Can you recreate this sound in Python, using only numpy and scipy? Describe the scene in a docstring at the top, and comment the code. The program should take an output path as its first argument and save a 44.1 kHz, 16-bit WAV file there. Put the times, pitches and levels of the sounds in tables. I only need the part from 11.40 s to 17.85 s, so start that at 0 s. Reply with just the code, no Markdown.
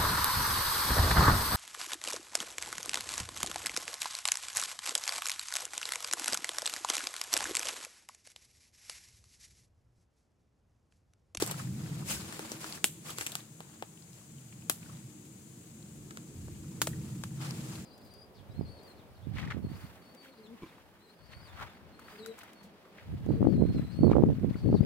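"""Someone picks a way over a forest floor: leaves crunch under each press of a foot, and twigs and sticks snap.
A cluster of snaps opens the scene, more follow until 2.4 s, a lone loud one comes at 3.3 s and a last group after 4.7 s.
Each snap is a brittle fracture coloured by the stick's bending modes, then scattered by the litter and nearby trunks.
Low noise rumbles and leaves rustle as the walker moves the hand-held microphone, most in the first second and
after 5.5 s; small stalks tick, footfalls thud softly, and a faint steady noise is the microphone's hiss."""
import sys
import numpy as np
from scipy import signal
from scipy.fft import rfft, irfft, next_fast_len
from scipy.io import wavfile
from scipy.ndimage import uniform_filter1d, map_coordinates

SR = 44100
rng = np.random.default_rng(int(sys.argv[2]) if len(sys.argv) > 2 else 0)


def log_audio(samples):
    """Write samples as a 16-bit WAV file to the path given in sys.argv[1]."""
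    # one column per channel
    frames = np.atleast_2d(samples).T
    # limit to full scale, then quantise
    limited = np.clip(frames, -1, 1)
    pcm = np.round(limited * 32767).astype(np.int16)
    wavfile.write(sys.argv[1], SR, pcm)


N = 284451

# spectrum of the hiss: frequency_hz, relative_density_db
HISS_SPECTRUM = [(290, -18), (500, -1), (750, -3.5), (1200, -7.5), (2000, -10), (3500, -9), (5400, -12.5),
                 (6600, 1.5), (7500, 2), (9500, -5.5), (12300, -13), (15000, -10.5), (16000, -12.5)]
# likeness of the hiss in the two ears: frequency_hz, coherence
HISS_COHERENCE = [(300, 0.041), (650, 0.077), (1400, 0)]
# stereo balance of the hiss: frequency_hz, left_over_right_db
HISS_BALANCE = [(1500, -1), (4400, 2.5), (6000, 7), (8000, 10), (11000, 7), (15000, 3)]

# three humps of the rumble, from the lowest up: frequency_hz, relative_density_db
DEEP_SPECTRUM = [(20, -50), (35, -30), (50, -5.5), (75, -2.5), (95, 8), (125, -23), (200, -68)]
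BOOM_SPECTRUM = [(60, -50), (90, -14), (120, 2), (160, 1.5), (200, -3), (250, -13), (400, -50.5)]
HOLLOW_SPECTRUM = [(140, -50), (220, 5), (265, -6.5), (315, 5), (370, -7), (460, -10), (600, -23),
                   (1000, -29), (2000, -67)]
# how briskly the walker moves, as a rumble level against STILL_DB: time_s, level_db
MOTION_LEVEL = [(0.0, -48), (0.34, -41), (0.54, -44.5), (0.74, -45.5), (1.0, -55.5), (2.57, -60),
                (3.38, -53.5), (3.56, -51.5), (3.77, -56.5), (4.29, -55.5), (4.69, -54.5), (4.99, -52.5),
                (5.59, -42.5), (5.8, -44.5), (6.0, -46.5), (6.45, -48)]
STILL_DB = -58  # the level when the walker stands almost still
# the upper hump, before a small common lift: time_s, level_db
HOLLOW_LEVEL_CURVE = [(0.0, -58.5), (0.49, -50), (2.3, -62), (2.86, -63), (3.25, -59), (4.46, -58),
                      (4.71, -53), (5.15, -55.5), (5.5, -49.5), (5.87, -54.5), (6.2, -48.5), (6.45, -52)]
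# extra surges of the lowest hump: centre_s, level_db
DEEP_SURGES = [(.78, -51), (4.6, -59), (5.04, -48), (5.2, -55), (5.53, -52), (6.39, -56)]
SURGE_S = 0.089  # from the centre of a surge to 1/e of its peak

# soft footfalls and dull knocks of wood, level before the onset is shaped: start_s, level_db, pitch_hz, t60_s
FOOTFALLS = [(.024, -16, 340, 0.015), (.747, -50, 73.6, .29), (5.03, -52, 70.6, .15),
             (5.471, -29.5, 647, 0.02), (5.789, -37, 152, 0.14)]

# a foot presses or brushes the leaves, crispness before a common cut:
# start_s, hold_s, crush_level_db, crisp_over_crush_db
FOOT_PRESSES = [(0, 0.018, -42, 8.5), (0.068, 0.058, -47.5, 1.5), (0.178, 0.031, -47, 4),
                (0.38, 0.23, -55, 1.5), (0.709, 0.014, -41.5, 12), (0.803, 0.36, -50.5, 4),
                (1.21, 0.15, -50, 6.5), (1.672, 0.038, -49, 6.5), (1.792, 0.036, -48.5, 10.5),
                (1.894, 0.1, -56.5, 6), (2.22, 0.14, -62.5, -11), (2.743, 0.065, -69, 10.5),
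                (3.41, 0.17, -63, 3), (5.645, .06, -61.5, -7), (6.018, 0.07, -46.5, -0.5),
                (6.15, 0.25, -54, 4)]
ATTACK_S, RELEASE_S = 0.023, 0.04  # the crunch grows and dies by a factor e in these times
# spectra of the dull crunch and the crisp crackle: frequency_hz, relative_density_db
CRUSH_SPECTRUM = [(150, -18), (350, -5), (700, 2.5), (1300, 0.5), (2200, -4), (3200, -4), (5000, -1.5),
                  (9000, -30)]
CRISP_SPECTRUM = [(1200, -11), (2500, 2.5), (3600, -2.5), (4700, 4), (6000, 3), (7800, -0.5), (10000, -1.5),
                  (13000, -6.5), (16000, -4.5)]
# likeness of the leaves in the two ears: frequency_hz, coherence
LEAF_COHERENCE = [(300, 0.27), (650, 0.56), (1400, 0.026), (3000, -0.089), (7000, -0.047)]
# stalks that tick clearly, level before a common lift: start_s, level_db, pitch_hz
STALK_TICKS = [(.621, -46, 1027), (.766, -43, 1530), (0.809, -38, 4000), (1.324, -29.5, 4680),
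               (2.004, -43, 3880), (2.574, -51, 3000), (2.623, -46, 4650), (2.731, -47, 5250),
               (2.983, -54, 2950), (3.125, -49, 2320), (3.222, -52, 2770), (3.428, -48, 2440),
               (3.495, -49.5, 1240), (3.57, -48, 3960), (4.427, -49, 4370), (5.532, -45.5, 1760),
               (6.108, -30.5, 4820), (6.355, -38, 4230)]

# breaking twigs, except the row at 5.4204, a strong quick return of the snap just before it off nearby litter
# and trunks: start_s, level_db, brightness_db_per_octave, lowest_bending_mode_hz, ring_db, tearing (0 to 1),
# left_over_right_db
STICK_SNAPS = [(0.023, -3, -5.5, 5330, 16, 0.54, 1), (.0636, -23, 4, 3500, 4, 0.2, -1),
               (0.0742, -13.5, -2.5, 7700, 11.5, 1, -3), (.111, -7, -0.5, 4320, 2.5, .86, 6),
               (.118, -15.5, -2, 800, 8, 0.85, -2), (0.9249, -19, -2.2, 1780, 11, 0.7, 5),
               (.993, -12, -2, 487, 7, 0.38, 0), (1.1179, -15, -5.5, 5640, 19.5, 0.6, 5),
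               (1.2434, -24, -4.5, 1360, 20, 0, 2), (1.4428, -0.5, -0.9, 2800, 14, .26, 1.5),
               (1.7041, -22, -3, 3400, 17.5, 0.64, 0), (1.7848, -11.5, -1.1, 1490, 8.5, 0.34, 2),
               (1.8101, -16.5, -4, 2220, 20.5, 0.64, 3), (1.8647, -16, -2, 2410, 19, 0.68, 2),
               (1.871, -22, -2.5, 2420, 21.5, 0.1, 7), (1.919, -25.5, -3, 3800, 22, 0.95, 5),
               (1.9536, -13, 1.5, 1090, 14, 0.3, 4), (2.205, -19.5, -3, 830, 8, 0.25, 1),
               (2.4242, -16, -3.5, 745, 13.5, 0.33, 4), (3.2973, 2.5, 0.8, 980, 3, 0.49, 8),
               (4.7078, -26, -3, 1550, 15, .5, 3), (4.7725, -22, -3, 1550, 14.5, .16, 1.5),
               (5.0827, -30, -5.5, 433, 9.5, 0.33, 0), (5.4173, -1, -0.5, 1360, 8.5, 0.04, 5),
               (5.4204, -7, 2.5, 990, 4.5, 0.77, -9), (5.4707, -2, -0.8, 590, -0.5, 0.68, 1.5),
               (5.837, -15.5, -1.8, 1330, 11, 0.5, 5)]
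# bending modes of a stick: multiple_of_lowest_mode, share_of_ring
BENDING_MODES = [(1, 1), (2.76, 0.7), (5.4, 0.49)]
MODE_OCTAVES = 0.54  # Gaussian width of a mode: dead wood is heavily damped
TRAVEL_S = .0005  # time that a bending wave of 1 kHz takes along a stick
# colour that all sticks share: frequency_hz, gain_db
WOOD_COLOUR = [(60, -26), (200, -5.5), (350, 0.5), (800, 2.5), (2000, -2), (5000, 0), (7600, -1),
               (10500, -1), (15000, -3)]
# where the snaps lie as the microphone turns: time_s, left_ear_lead_ms
SNAP_BEARING = [(0, 0.23), (1.2, 0.2), (1.44, 0.04), (1.7, 0.26), (3.3, 0.18), (4.7, -0.29), (5.42, -0.055),
                (5.5, 0.1)]
# early decay of the forest's wash: frequency_hz, t60_s
FOREST_DECAY = [(300, 0.063), (2000, 0.069), (8000, .15), (16000, 0.16)]
# colour of the wash: frequency_hz, gain_db
SCATTER_COLOUR = [(200, 4), (1000, 2), (3000, 1.5), (6000, 1), (12000, 0.5)]

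# the microphone's colour, on leaves, ticks and snaps: frequency_hz, gain_db
MICROPHONE_COLOUR = [(400, 3.5), (750, -1.5), (1400, 1), (1900, 0), (2500, -1), (3300, -0.5), (4700, -4),
                     (5900, -3), (7600, 4), (9800, 0.5), (13000, 1), (15500, -2.5)]
TOP_HZ = 15800  # band limit


def amp(db):
    """Logarithmic level: 20 dB is a tenfold amplitude."""
    return 10 ** (np.asarray(db) / 20)


def unit(x):
    """Normalisation to a root-mean-square of 1."""
    return x / np.sqrt(np.mean(x ** 2) + 1e-20)


def along(points, hz):
    """Linear interpolation of (frequency, value) points on a logarithmic frequency axis."""
    point_hz, values = np.transpose(points)
    return np.interp(np.log(hz + 1), np.log(point_hz), values)


def curve(rows):
    """Linear interpolation of (time, value) rows at every sample."""
    times, values = np.transpose(rows)
    return np.interp(np.arange(N) / SR, times, values)


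def wobble(rate):
    """Random modulation: a smooth curve through `rate` random knots a second."""
    knots = rng.standard_normal(int(N * rate / SR) + 4)
    return map_coordinates(knots, [np.arange(N) * rate / SR])


def filtered(x, response):
    """Linear filtering: the spectrum times a response of frequency."""
    length = x.shape[-1]
    padded = next_fast_len(length + 8192)
    spectrum = rfft(x, padded) * response(np.fft.rfftfreq(padded, 1 / SR))
    return irfft(spectrum, padded)[..., :length]


def panned(left_over_right_db):
    """Interaural level difference: left and right gains of mean power 1."""
    gains = amp(np.array([[.5], [-.5]]) * left_over_right_db)
    return gains / np.sqrt(np.mean(gains ** 2, axis=0))


def spread(pair, spectrum, coherence):
    """Interaural coherence: two unrelated signals, coloured and blended as mid and side, give stereo of rms 1."""
    def mid_side_gains(hz):
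        angle = np.arccos(np.clip(along(coherence, hz), -1, 1)) / 2
        return amp(along(spectrum, hz)) * [np.cos(angle), np.sin(angle)]

    mid, side = filtered(pair, mid_side_gains)
    return unit(np.array([mid + side, mid - side]))


def add(track, start_s, sound):
    """Superposition: mix a sound into the track from its start time."""
    i = max(0, round(start_s * SR))
    track[:, i:i + sound.shape[-1]] += sound[..., :N - i]


def patchy(depth_db, size):
    """Fluctuating noise: pitch bands swell and fade apart; a small window gives quick, wide patches."""
    noise = signal.stft(rng.standard_normal((2, N)), nperseg=size)[2]
    field = rng.standard_normal(noise.shape[1:])
    for axis in (0, 1):
        field = uniform_filter1d(field, size=3, axis=axis)
    patches = noise * amp(depth_db * unit(field))
    return unit(signal.istft(patches, nperseg=size)[1][:, :N])


def air():
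    """Stationary noise: a steady hiss whose treble leans to the left."""
    hiss = spread(rng.standard_normal((2, N)), HISS_SPECTRUM, HISS_COHERENCE)
    return amp(-58.5) * filtered(hiss, lambda hz: panned(along(HISS_BALANCE, hz)))


def motion():
    """Motion as a control signal: its level above standing still, in dB."""
    return curve(MOTION_LEVEL) - STILL_DB


def rumble(deep_db=-69, deep_follow=0.89, boom_db=-54.5, hollow_db=1):
    """Band-shaped noise: three humps, almost alike in both ears; the lower two follow the movement."""
    def hump(spectrum, coherence):
        return spread(patchy(depth_db=1.7, size=4096), spectrum, [(100, coherence)])

    t = np.arange(N) / SR
    moving_db = motion()
    deep = amp(deep_db + deep_follow * moving_db)
    for centre_s, db in DEEP_SURGES:
        deep = deep + amp(db) * np.exp(-((t - centre_s) / SURGE_S) ** 2)
    boom = amp(boom_db + moving_db)
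    hollow = amp(hollow_db + curve(HOLLOW_LEVEL_CURVE))
    return deep * hump(DEEP_SPECTRUM, 0.88) + boom * hump(BOOM_SPECTRUM, 0.97) + hollow * hump(HOLLOW_SPECTRUM, 0.9)


def thuds():
    """Damped oscillation: the foot's weight gives the soil or a buried branch a short, low push."""
    out = np.zeros((2, N))
    t = np.arange(SR // 3) / SR
    for start_s, db, hz, t60 in FOOTFALLS:
        onset = (1 - np.exp(-2 * hz * t)) ** 2
        add(out, start_s, 2 * amp(db - 60 * t / t60) * np.sin(2 * np.pi * hz * t) * onset)
    return out


def leaf_levels(rest_crush_db=-70.0, rest_crisp_db=-61.0, follow=0.41):
    """Addition of powers: each press swells, holds and dies over a rustle that follows the movement."""
    t = np.arange(N) / SR
    stir_db = follow * motion()
    crush_power = amp(rest_crush_db + stir_db) ** 2
    crisp_power = amp(rest_crisp_db + stir_db) ** 2
    for start_s, hold_s, db, crispness_db in FOOT_PRESSES:
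        growth = (t - start_s) / ATTACK_S
        decay = (start_s + hold_s - t) / RELEASE_S
        press = np.exp(np.minimum(0, np.minimum(growth, decay)))
        crush_power = crush_power + (amp(db) * press) ** 2
        crisp_power = crisp_power + (amp(db + crispness_db) * press) ** 2
    return 10 * np.log10(crush_power), 10 * np.log10(crisp_power)


def crackle(rate, size_db, rub):
    """Random impulses: `rate` leaf fractures a second, of uneven size, over the patchy noise of rubbing."""
    sizes = amp(size_db * np.minimum(rng.exponential(size=(2, N)), 4))
    struck = rng.random((2, N)) < rate / SR
    breaks = struck * sizes * rng.choice([-1, 1], (2, N))
    return unit(breaks) + rub * patchy(depth_db=2.8, size=256)


def leaves(crush_db, crisp_db):
    """Crackling noise: crushed litter crunches dully, its brittle edges crackle; both come in clumps."""
    clumps_db = 1.2 * wobble(70)
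    crush = spread(crackle(rate=900, size_db=3.5, rub=1.3), CRUSH_SPECTRUM, LEAF_COHERENCE)
    crisp = spread(crackle(rate=3000, size_db=3.3, rub=1.4), CRISP_SPECTRUM, LEAF_COHERENCE)
    return panned(1.95) * (amp(crush_db + clumps_db) * crush + amp(crisp_db + clumps_db - 3.0) * crisp)


def tick(hz, cycles):
    """Damped resonance with phase noise: a small stiff bit flicks and scrapes, falling 60 dB in `cycles`."""
    t = np.arange(SR // 40) / SR
    drift = np.cumsum(rng.standard_normal((2, len(t))), axis=1) * np.sqrt(hz / SR) * 0.98
    ring = np.sin(2 * np.pi * hz * t + rng.uniform(0, 2 * np.pi) + drift)
    scrape = 0.16 * rng.standard_normal((2, len(t))) * amp(-60 * t / .01)
    return (ring + scrape) * amp(-60 * t * hz / cycles) * (1 - np.exp(-t * hz))


def stalk_ticks():
    """Isolated resonances: single stalks tick clearly now and then."""
    out = np.zeros((2, N))
    for start_s, db, hz in STALK_TICKS:
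        add(out, start_s, amp(db + 3) * panned(2.2) * tick(hz, cycles=74))
    return out


def loose_flicks(crush_db, scatter_db, loose_db, stray_db, count):
    """Random excitation: the harder the litter is crushed, the louder its loose bits flick; a few stand out."""
    out = np.zeros((2, N))
    starts = rng.integers(N, size=count)
    for i, (size, pitch, side) in zip(starts, rng.standard_normal((count, 3))):
        db = crush_db[i] + loose_db + scatter_db * min(size, 2) + stray_db * (size > 1.6)
        hz = min(2000 * np.exp(.5 * pitch), 8000)
        add(out, i / SR, amp(db) * panned(2 + 4 * side) * tick(hz, cycles=31))
    return out


def causal(log_gain):
    """Minimum phase: the quickest response with this log gain, on the grid of a real FFT."""
    cepstrum = irfft(log_gain)
    half = len(log_gain) - 1
    folded = np.r_[cepstrum[0], 2 * cepstrum[1:half], cepstrum[half], np.zeros(half - 1)]
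    return np.exp(rfft(folded))


def stick_colour(stick, hz):
    """Modal colour in dB: wood, tilted by brightness about 2 kHz, with a broad hump at each bending mode."""
    db, brightness, lowest_hz, ring_db = stick
    octaves = np.log2(np.maximum(hz, 200) / 2000)  # the tilt stops below 200 Hz
    modes = 0
    for multiple, share in BENDING_MODES:
        distance = np.log2((hz + 1) / (multiple * lowest_hz))  # octaves
        modes = modes + share * np.exp(-.5 * (distance / MODE_OCTAVES) ** 2)
    return db + along(WOOD_COLOUR, hz) + brightness * octaves + ring_db * modes


def fracture(stick, tear, tear_t60, recoil, recoil_t60):
    """Brittle and fibrous fracture: one click or a tearing of fibres, then a duller rattle as the ends recoil."""
    t = np.arange(2 ** 11) / SR
    hz = np.fft.rfftfreq(len(t), 1 / SR)
    tear = np.clip(tear, .1, 1)
    fibres, ends = rng.standard_normal((2, len(t)))
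    fibres *= amp(-60 * t / (tear * tear_t60))  # more tearing also lasts longer
    dulling = signal.butter(2, 2500, fs=SR, output='sos')
    ends = signal.sosfilt(dulling, ends) * amp(-60 * t / recoil_t60)
    click = t == 0
    push = rfft((1 - tear) * click + tear * fibres / np.linalg.norm(fibres) + recoil * ends)
    # dead wood has no clear note: even out the broad chance peaks, then give the stick's own colour
    power = abs(uniform_filter1d(abs(push) ** 2, size=30)) + .02
    return irfft(push * causal(np.log(amp(stick_colour(stick, hz)) / np.sqrt(power))))


def dispersion(hz):
    """Dispersion: bending waves run faster the higher they are, so a crack's treble leaves the stick first."""
    return np.exp(-4j * np.pi * TRAVEL_S * np.sqrt(hz * 1000))


def interaural_delay(lead_ms, hz):
    """Interaural time difference: the farther ear hears the snap later."""
    twice_delay_ms = abs(lead_ms) + np.array([[-1], [1]]) * lead_ms
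    return np.exp(-1j * np.pi * hz * twice_delay_ms / 1000)


def forest(stick, wet_db, late_db, late_t60):
    """Diffuse scattering: litter and trunks return a grainy wash; farther trees add a faint longer tail."""
    hz, t, noise = signal.stft(rng.standard_normal((2, SR // 2)), SR, nperseg=128)
    early = amp(-60 * t / along(FOREST_DECAY, hz)[:, None])
    late = amp(late_db - 60 * t / late_t60)
    grain_db = 2 * unit(uniform_filter1d(rng.standard_normal(noise.shape[1:]), size=12, axis=0))
    colour_db = stick_colour(stick, hz) + along(SCATTER_COLOUR, hz)
    wash = noise * (early + late) * amp(colour_db[:, None] + grain_db)
    tail = signal.istft(wash, SR, nperseg=128)[1]
    arrival = np.interp(np.arange(tail.shape[1]) / SR, [.001, .003], [0, 1])  # fades in from 1 to 3 ms
    return amp(wet_db) * tail * arrival


def snaps():
    """Direct and scattered sound: every stick breaks at its own place and is answered by the forest."""
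    out = np.zeros((2, N))
    for start_s, *stick, tear, pan_db in STICK_SNAPS:
        burst = fracture(stick, tear, tear_t60=0.032, recoil=0.086, recoil_t60=0.013)
        lead_ms = np.interp(start_s, *np.transpose(SNAP_BEARING))
        direct = filtered(burst, lambda hz: interaural_delay(lead_ms, hz) * dispersion(hz))
        add(out, start_s, panned(pan_db) * direct)
        add(out, start_s, forest(stick, wet_db=-37, late_db=-20.0, late_t60=0.72))
    return out


def scene():
    """Superposition at the microphone: its colour shapes the litter; thuds, rumble and hiss join uncoloured."""
    crush_db, crisp_db = leaf_levels()
    litter = leaves(crush_db, crisp_db) + stalk_ticks() + snaps()
    litter += loose_flicks(crush_db, scatter_db=1, loose_db=0.5, stray_db=12, count=650)
    coloured = filtered(litter, lambda hz: amp(along(MICROPHONE_COLOUR, hz)))
    return air() + rumble() + thuds() + coloured


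def record(dry):
    """Saturation and band limiting: peaks round off below full scale, and a steep filter ends the treble."""
    rounded = dry / (1 + (dry / .85) ** 6) ** (1 / 6)
    return filtered(rounded, lambda hz: 1 / np.sqrt(1 + (hz / TOP_HZ) ** 120))


dry = scene()
out = record(dry)
log_audio(out)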